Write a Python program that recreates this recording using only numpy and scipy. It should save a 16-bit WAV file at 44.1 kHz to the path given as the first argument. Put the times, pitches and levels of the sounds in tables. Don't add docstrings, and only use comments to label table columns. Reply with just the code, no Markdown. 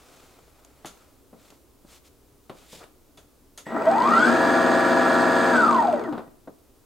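import sys
import numpy as np
from scipy import signal
from scipy.fft import rfft, irfft, next_fast_len
from scipy.io import wavfile
from scipy.ndimage import uniform_filter1d

SR = 44100
rng = np.random.default_rng(int(sys.argv[2]) if len(sys.argv) > 2 else 0)


def dump_mix(stems):
    frames = np.atleast_2d(stems).T
    limited = np.clip(frames, -1, 1)
    pcm = np.round(limited * 32767).astype(np.int16)
    wavfile.write(sys.argv[1], SR, pcm)


N = 302085
TIME = np.arange(N) / SR


def undb(db):
    return 10 ** (np.asarray(db) / 20)


def unit(x):
    return x / np.sqrt(np.mean(x ** 2))


def shape(x, response):
    size = next_fast_len(N + SR // 2)
    hz = np.maximum(np.arange(size // 2 + 1) * SR / size, 1)
    return irfft(rfft(x, size) * response(hz), size)[..., :N]


def colour(points):
    at, db = np.transpose(points)
    return lambda hz: undb(np.interp(np.log(hz), np.log(at), db))


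def resonances(modes):
    return lambda hz: sum((-1) ** k * undb(db) / (1 + 1j * (hz ** 2 - f ** 2) / (hz * width))
                          for k, (f, width, db) in enumerate(modes))


def noise(points):
    return unit(shape(rng.standard_normal(N), colour(points)))


def walk(rate_hz):
    hold = int(SR / rate_hz)
    stairs = np.repeat(rng.standard_normal(N // hold + 1), hold)
    return 1.3 * uniform_filter1d(uniform_filter1d(stairs, hold), hold)[:N]


def tone(cycles):
    return np.sqrt(2) * np.sin(2 * np.pi * (cycles + rng.random()))


def decay(t, t60):
    return np.exp(-np.log(1000) * t / t60)


# (f/Hz, level/dB)
AIR_COLOUR = [(12, -39.5), (20, 5.5), (32, -11), (65, -0.5), (88, -10), (130, -7), (167, -17), (187, -16.5),
              (284, -5), (326, -10.5), (386, -8.5), (733, -20), (1210, -22.5), (1840, -30), (15800, -29.5)]

def air(level_db=-58, side_db=-7):
    mid, side = noise(AIR_COLOUR), noise(AIR_COLOUR)
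    return undb(level_db) * (mid + undb(side_db) * side * np.array([[1], [-1]]))


# (t/s, half length/s, swish level/dB, rub level/dB)
BRUSHES = [(.15, .24, -59, -57), (0.613, 0.25, -71, -66), (.974, 0.2, -67, -62.5),
           (1.47, 0.096, -61.5, -62), (1.932, .049, -53.5, -58.5), (2.066, 0.022, -57, -63),
           (2.607, 0.084, -59.5, -60.5), (2.752, .056, -49, -76), (2.823, 0.027, -65, -48)]
# (f/Hz, level/dB)
SWISH_COLOUR = [(710, -27), (1200, -7.5), (1870, -0.5), (3530, 3.5), (6180, 0), (7110, 1.5), (15800, -11)]
RUB_COLOUR = [(80, -33), (160, -8), (280, -12), (450, -4.5), (630, -4.5), (850, -7), (1100, -9.5),
              (1330, -6.5), (1700, -16), (2500, -15), (4000, -50)]

def brushes(grain_db=1.5):
    swish, rub = 0, 0
    for at, half, swish_db, rub_db in BRUSHES:
        swell = np.exp(-((TIME - at) / half) ** 2)
        swish += undb(swish_db) * swell
        rub += undb(rub_db) * swell
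    return (swish * noise(SWISH_COLOUR) + rub * noise(RUB_COLOUR)) * undb(grain_db * walk(200))


# (low f/Hz, high f/Hz)
KNOCK_BANDS = [(130, 626), (330, 1200), (1300, 3970), (3800, 11800)]

def knocks(blows, bands_db, crack, crack_s, thud_stretch=1.25):
    out, t = np.zeros(N + SR), np.arange(SR // 2) / SR
    octaves = np.log2(KNOCK_BANDS).mean(axis=1)
    for at, level_db, brightness, t60 in blows:
        start = int(at * SR)
        for k, (band, db) in enumerate(zip(KNOCK_BANDS, bands_db)):
            sos = signal.butter(3, band, "bandpass", fs=SR, output="sos")
            grain = unit(signal.sosfilt(sos, rng.standard_normal(SR)))[-len(t):]
            attack = 1 - np.exp(-t * band[1])
            fade = decay(t, t60 * (thud_stretch if k == 0 else 1)) + crack * np.exp(-t / crack_s)
            size = undb(level_db + db + brightness * (octaves[k] - octaves[1])) / np.sqrt(1 + crack)
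            out[start:start + len(t)] += size * grain * attack * fade
    return out[:N]


# (t/s, level/dB, brightness/dB per octave, t60/s)
STEPS = [(.387, -52, -1, .05), (.478, -55, 1, .05), (.8465, -35, 0.5, 0.08), (1.329, -50, -5, 0.2),
         (1.522, -52.5, -4, 0.076), (1.848, -55, -6, 0.046), (2.496, -35, 1, 0.18),
         (2.729, -49.5, -5, 0.35), (2.839, -49, 5, 0.26)]

def footsteps():
    return knocks(STEPS, bands_db=(0, -1.5, -15.5, -27.5), crack=2.2, crack_s=.0037)


# (t/s, level/dB, brightness/dB per octave, t60/s)
CLICKS = [(.648, -49.5, 0.5, .012), (.856, -43.5, 0.5, 0.22), (1.503, -47, -1.5, 0.035),
          (3.173, -51, -1, 0.21), (3.576, -46.5, 1.5, 0.18)]
# (f/Hz, width/Hz, level/dB)
CLICK_MODES = [(1350, 90, 3), (2350, 140, 3), (3450, 160, 1), (4550, 200, 7), (6500, 260, 5),
               (7300, 260, 6)]

def clicks():
    snaps = knocks(CLICKS, bands_db=(-.57, -.59, -.085, .99), crack=.41, crack_s=.0015)
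    return shape(snaps, lambda hz: .8 + resonances(CLICK_MODES)(hz))


START_S, BRAKE_S, STOP_S = 3.657, 5.5094, 6.3503
FULL_HZ = 89.72
PINION_TEETH, WHEEL_TEETH, POLES = 19, 74, 14
GEAR_RATIO = PINION_TEETH / WHEEL_TEETH

def drive(pull_db=-1.5, cruise_db=-13.5, brake_db=-15, knee=24):
    ramp_hz = 130.1 * np.maximum(TIME - START_S, 0) ** .8867
    pull = 1 / (1 + (ramp_hz / FULL_HZ) ** knee)
    brake_left = np.clip((STOP_S - TIME) / (STOP_S - BRAKE_S), 0, 1)
    speed = ramp_hz * pull ** (1 / knee) * brake_left ** 1.452
    pulling = uniform_filter1d(pull * (TIME > START_S), SR // 100)
    braking = uniform_filter1d(1. * (TIME > BRAKE_S), SR // 100)
    load = undb(cruise_db) * (1 - braking) + undb(brake_db) * braking
    current = undb(pull_db) * pulling + load * np.sqrt(speed / FULL_HZ)
    return speed, current, pulling + braking


# (f/Hz, width/Hz, level/dB)
SWITCHING_MODES = [(1902, 54, 2.5), (7900, 46, -15.5)]

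def switching_buzz(current, level_db=-44):
    return current * undb(level_db) * unit(shape(rng.standard_normal(N), resonances(SWITCHING_MODES)))


def chopper(turns, current, rate_hz=16000, level_db=-70):
    return current * undb(level_db) * tone(rate_hz * TIME - POLES * turns + .2 * walk(300))


# (multiple of the tooth rate, relative level/dB)
OVERTONES = [(2, -21), (3, -24), (4, -30), (5, -31)]
# (multiple of the turn rate, level/dB at full current)
MAGNET_ORDERS = [(28, -33), (35, -40), (42, -33), (56, -47)]
# (f/Hz, width/Hz, level/dB)
STATOR_MODES = [(1420, 110, -15.5), (1890, 81, 1.5), (2470, 180, -7), (3130, 390, -9), (4500, 156, -15.5),
                (7700, 150, 1.5)]

def stator(turns, current, swell, running, idle_db=-27, drive_db=10):
    def fluttering(cycles, orders):
        return sum(undb(db + 4 * walk(70) - 2) * tone(k * cycles) for k, db in orders)
    overtones = swell * undb(idle_db + drive_db * current) * fluttering(PINION_TEETH * turns, OVERTONES)
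    magnets = current * fluttering(turns, MAGNET_ORDERS)
    return shape(running * (overtones + magnets), resonances(STATOR_MODES))


# (multiple of the turn rate, level/dB)
COGGING_ORDERS = [(70, -47), (98, -43)]
# (f/Hz, width/Hz, level/dB)
COGGING_MODES = [(1890, 130, 0), (7970, 140, -1)]

def cogging(turns, running):
    force = sum(undb(db) * tone(k * turns) for k, db in COGGING_ORDERS)
    return shape(running * force, resonances(COGGING_MODES))


# (f/Hz, width/Hz, level/dB)
HOUSING_MODES = [(110, 210, -16.5), (194, 94, -9.5), (239, 10.3, 3.5), (291, 14, -3), (343.5, 32.4, -2),
                 (461, 68, -6), (655.7, 54.7, 0.5), (797.6, 35.5, -2), (940, 70, -2.5), (1091, 27.5, -4),
                 (1186, 55, -6), (1358, 40, -2), (1468.5, 24, -4.5), (1570, 79, -9.5), (1687, 62, -14),
                 (1890, 170, -19.5), (2353, 50, -19.5)]

def housing(hz, baffle_hz=170):
    return resonances(HOUSING_MODES)(hz) / np.sqrt(1 + (baffle_hz / hz) ** 4)


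# (t/s, level/dB, brightness/dB per octave,
# t60/s)
BACKLASH = [(3.665, -32, 1.5, 0.83), (5.803, -45, 7, .025), (5.926, -41, 5, .028), (6.04, -32.5, 1, 0.14),
            (6.125, -29, 0.5, 0.28), (6.178, -30, 1.5, 0.17), (6.276, -41.5, -4.5, 0.047),
            (6.474, -36, -4, 0.12)]

def backlash():
    return knocks(BACKLASH, bands_db=(-3, -7.5, -22.5, -38.5), crack=.71, crack_s=.0046)


def rattle(turns, speed, level_db=-23, jolt_db=6, jolt_s=.3, slow_hz=10.7, wear=.66, soft_hz=900):
    tooth = np.arange(1, int(turns[-1] * PINION_TEETH))
    wheel_errors = rng.standard_normal(WHEEL_TEETH)
    size_chance, time_chance = rng.standard_normal((N // 20, 2))[tooth].T
    size = wear * wheel_errors[tooth % WHEEL_TEETH] + size_chance
    at = np.searchsorted(turns * PINION_TEETH, tooth + .12 * time_chance)
    hard = unit(shape(np.bincount(np.minimum(at, N - 1), size, N), housing))
    soft = shape(hard, lambda hz: 1 / (1 + 1j * hz / soft_hz))
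    impacts = (soft + (hard - soft) * speed / FULL_HZ) * np.sqrt(np.mean(speed) / FULL_HZ)
    jolt = np.exp(-((TIME - START_S) / jolt_s) ** 2)
    return impacts * undb(level_db + jolt_db * jolt) * speed ** 2 / (speed ** 2 + slow_hz ** 2)


def tooth_whine(turns, speed, strain, level_db=-15, strain_db=2.5, low_hz=270,
                dead_hz=490, dead_width_hz=66, dead_db=-15):
    tooth_hz = PINION_TEETH * speed
    dead = np.exp(-((tooth_hz - dead_hz) / dead_width_hz) ** 2)
    low_cut = tooth_hz ** 5 / np.hypot(tooth_hz ** 5, low_hz ** 5)
    force = undb(level_db + strain_db * strain + dead_db * dead) * (speed / FULL_HZ) ** .74
    return force * low_cut * tone(PINION_TEETH * turns)


# (multiple of the shaft's turn rate, relative level/dB at full speed)
PINION_ORDERS = [(1, -53), (2, -39.5), (3, -36), (4, -47.5), (6, -32), (7, -32.5), (9, -47.5), (10, -45.5),
                 (11, -34), (13, -34), (15, -38), (16, -38.5), (26, -46.5)]
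WHEEL_ORDERS = [(5, -49), (11, -31), (13, -33.5), (14, -32), (15, -38), (16, -31), (20, -32.5), (25, -47.5),
                (29, -28.5), (34, -31), (35, -49), (41, -39), (63, -34), (72, -33), (79, -39), (80, -43),
                (81, -38)]
BEARING_ORDERS = [(19.6, -39)]

def gear_shake(turns, speed, level_db=-1, flutter_db=.5, play_cycles=.045):
    shake = 0
    for ratio, orders in ((1, PINION_ORDERS + BEARING_ORDERS), (GEAR_RATIO, WHEEL_ORDERS)):
        for k, db in orders:
            force = undb(db + flutter_db * walk(12)) / abs(housing(k * ratio * FULL_HZ))
            shake += force * tone(k * ratio * turns + play_cycles * walk(70))
    return undb(level_db) * (speed / FULL_HZ) ** 1.18 * shake


def ringing(x, t60=.11):
    t = np.arange(SR // 10) / SR
    ring = rng.standard_normal(len(t)) * decay(t, t60)
    return .9 * x + .42 * signal.fftconvolve(x, ring / np.linalg.norm(ring))[:len(x)]


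# (f/Hz, level/dB)
SCRAPE_COLOUR = [(1180, -32), (2000, 2.5), (2180, -1), (2360, -2), (2830, -5), (3450, -3.5), (3760, -6.5),
                 (4750, -4), (5600, -20.5), (6480, -8.5), (7190, -15), (8400, -10.5), (10500, -38),
                 (13500, -24.5), (15800, -40)]

def scrape(turns, speed, current, level_db=-37.5, drive_db=1, loudest_hz=83, tick_s=.0012):
    def tick(phase):
        since = (turns - phase) % 1 / np.maximum(speed, 1)
        return np.exp(-since / tick_s)
    depth = 8.5 - 7.2 * speed / FULL_HZ
    contact = 1 + depth * (tick(.3) + .3 * tick(.8)) * undb(2.5 * walk(60))
    contact /= np.sqrt(uniform_filter1d(contact ** 2, SR // 10))
    force = undb(level_db + drive_db * current) * np.minimum(speed / loudest_hz, 1) ** 1.63
    return ringing(noise(SCRAPE_COLOUR) * contact * force)


def mower():
    speed, current, strain = drive()
    turns = np.cumsum(speed * (1 + .0018 * walk(25))) / SR
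    running = np.clip(speed / 2, 0, 1)
    swell = 1 + .17 * tone(2 * GEAR_RATIO * turns) + .22 * walk(120)
    gears = swell * tooth_whine(turns, speed, strain) + gear_shake(turns, speed)
    shell = shape(running * gears, housing)
    motor = stator(turns, current, swell, running) + cogging(turns, running)
    motor += switching_buzz(current) + running * chopper(turns, current)
    return shell + motor + rattle(turns, speed) + running * scrape(turns, speed, current)


def workshop(x, near_db=-9, near_t60=.16, tail_db=-13, low_t60=.643, treble_t60=.5, split_hz=2500):
    t = np.arange(SR // 2) / SR
    near_fade, low_fade, treble_fade = (decay(t, s) * (t > .001) for s in (near_t60, low_t60, treble_t60))
    near, diffuse = rng.standard_normal((2, 2, len(t)))
    low = signal.sosfilt(signal.butter(1, split_hz, fs=SR, output="sos"), diffuse)
    tail = (low * low_fade + (diffuse - low) * treble_fade) / np.linalg.norm(low_fade)
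    bounces = (near - near[::-1]) / 2 * near_fade / np.linalg.norm(near_fade)
    return x + signal.fftconvolve(x, undb(near_db) * bounces + undb(tail_db) * tail, axes=1)[:, :N]


# (f/Hz, left minus right level/dB)
BALANCE = [(60, -3), (110, 1.5), (200, 5), (380, 1.5), (700, 1), (1290, 1.5), (2380, 0.5), (4400, 0.5),
           (8120, 0), (15000, 0.5)]

def scene():
    sources = footsteps() + clicks() + backlash() + mower() + brushes()
    pair = [shape(sources, colour([(hz, side * db / 2) for hz, db in BALANCE])) for side in (1, -1)]
    return workshop(np.array(pair)) + air()


def record(dry):
    return signal.sosfilt(signal.ellip(10, .2, 80, 15800, fs=SR, output="sos"), dry)


dry = scene()
out = record(dry)
dump_mix(out)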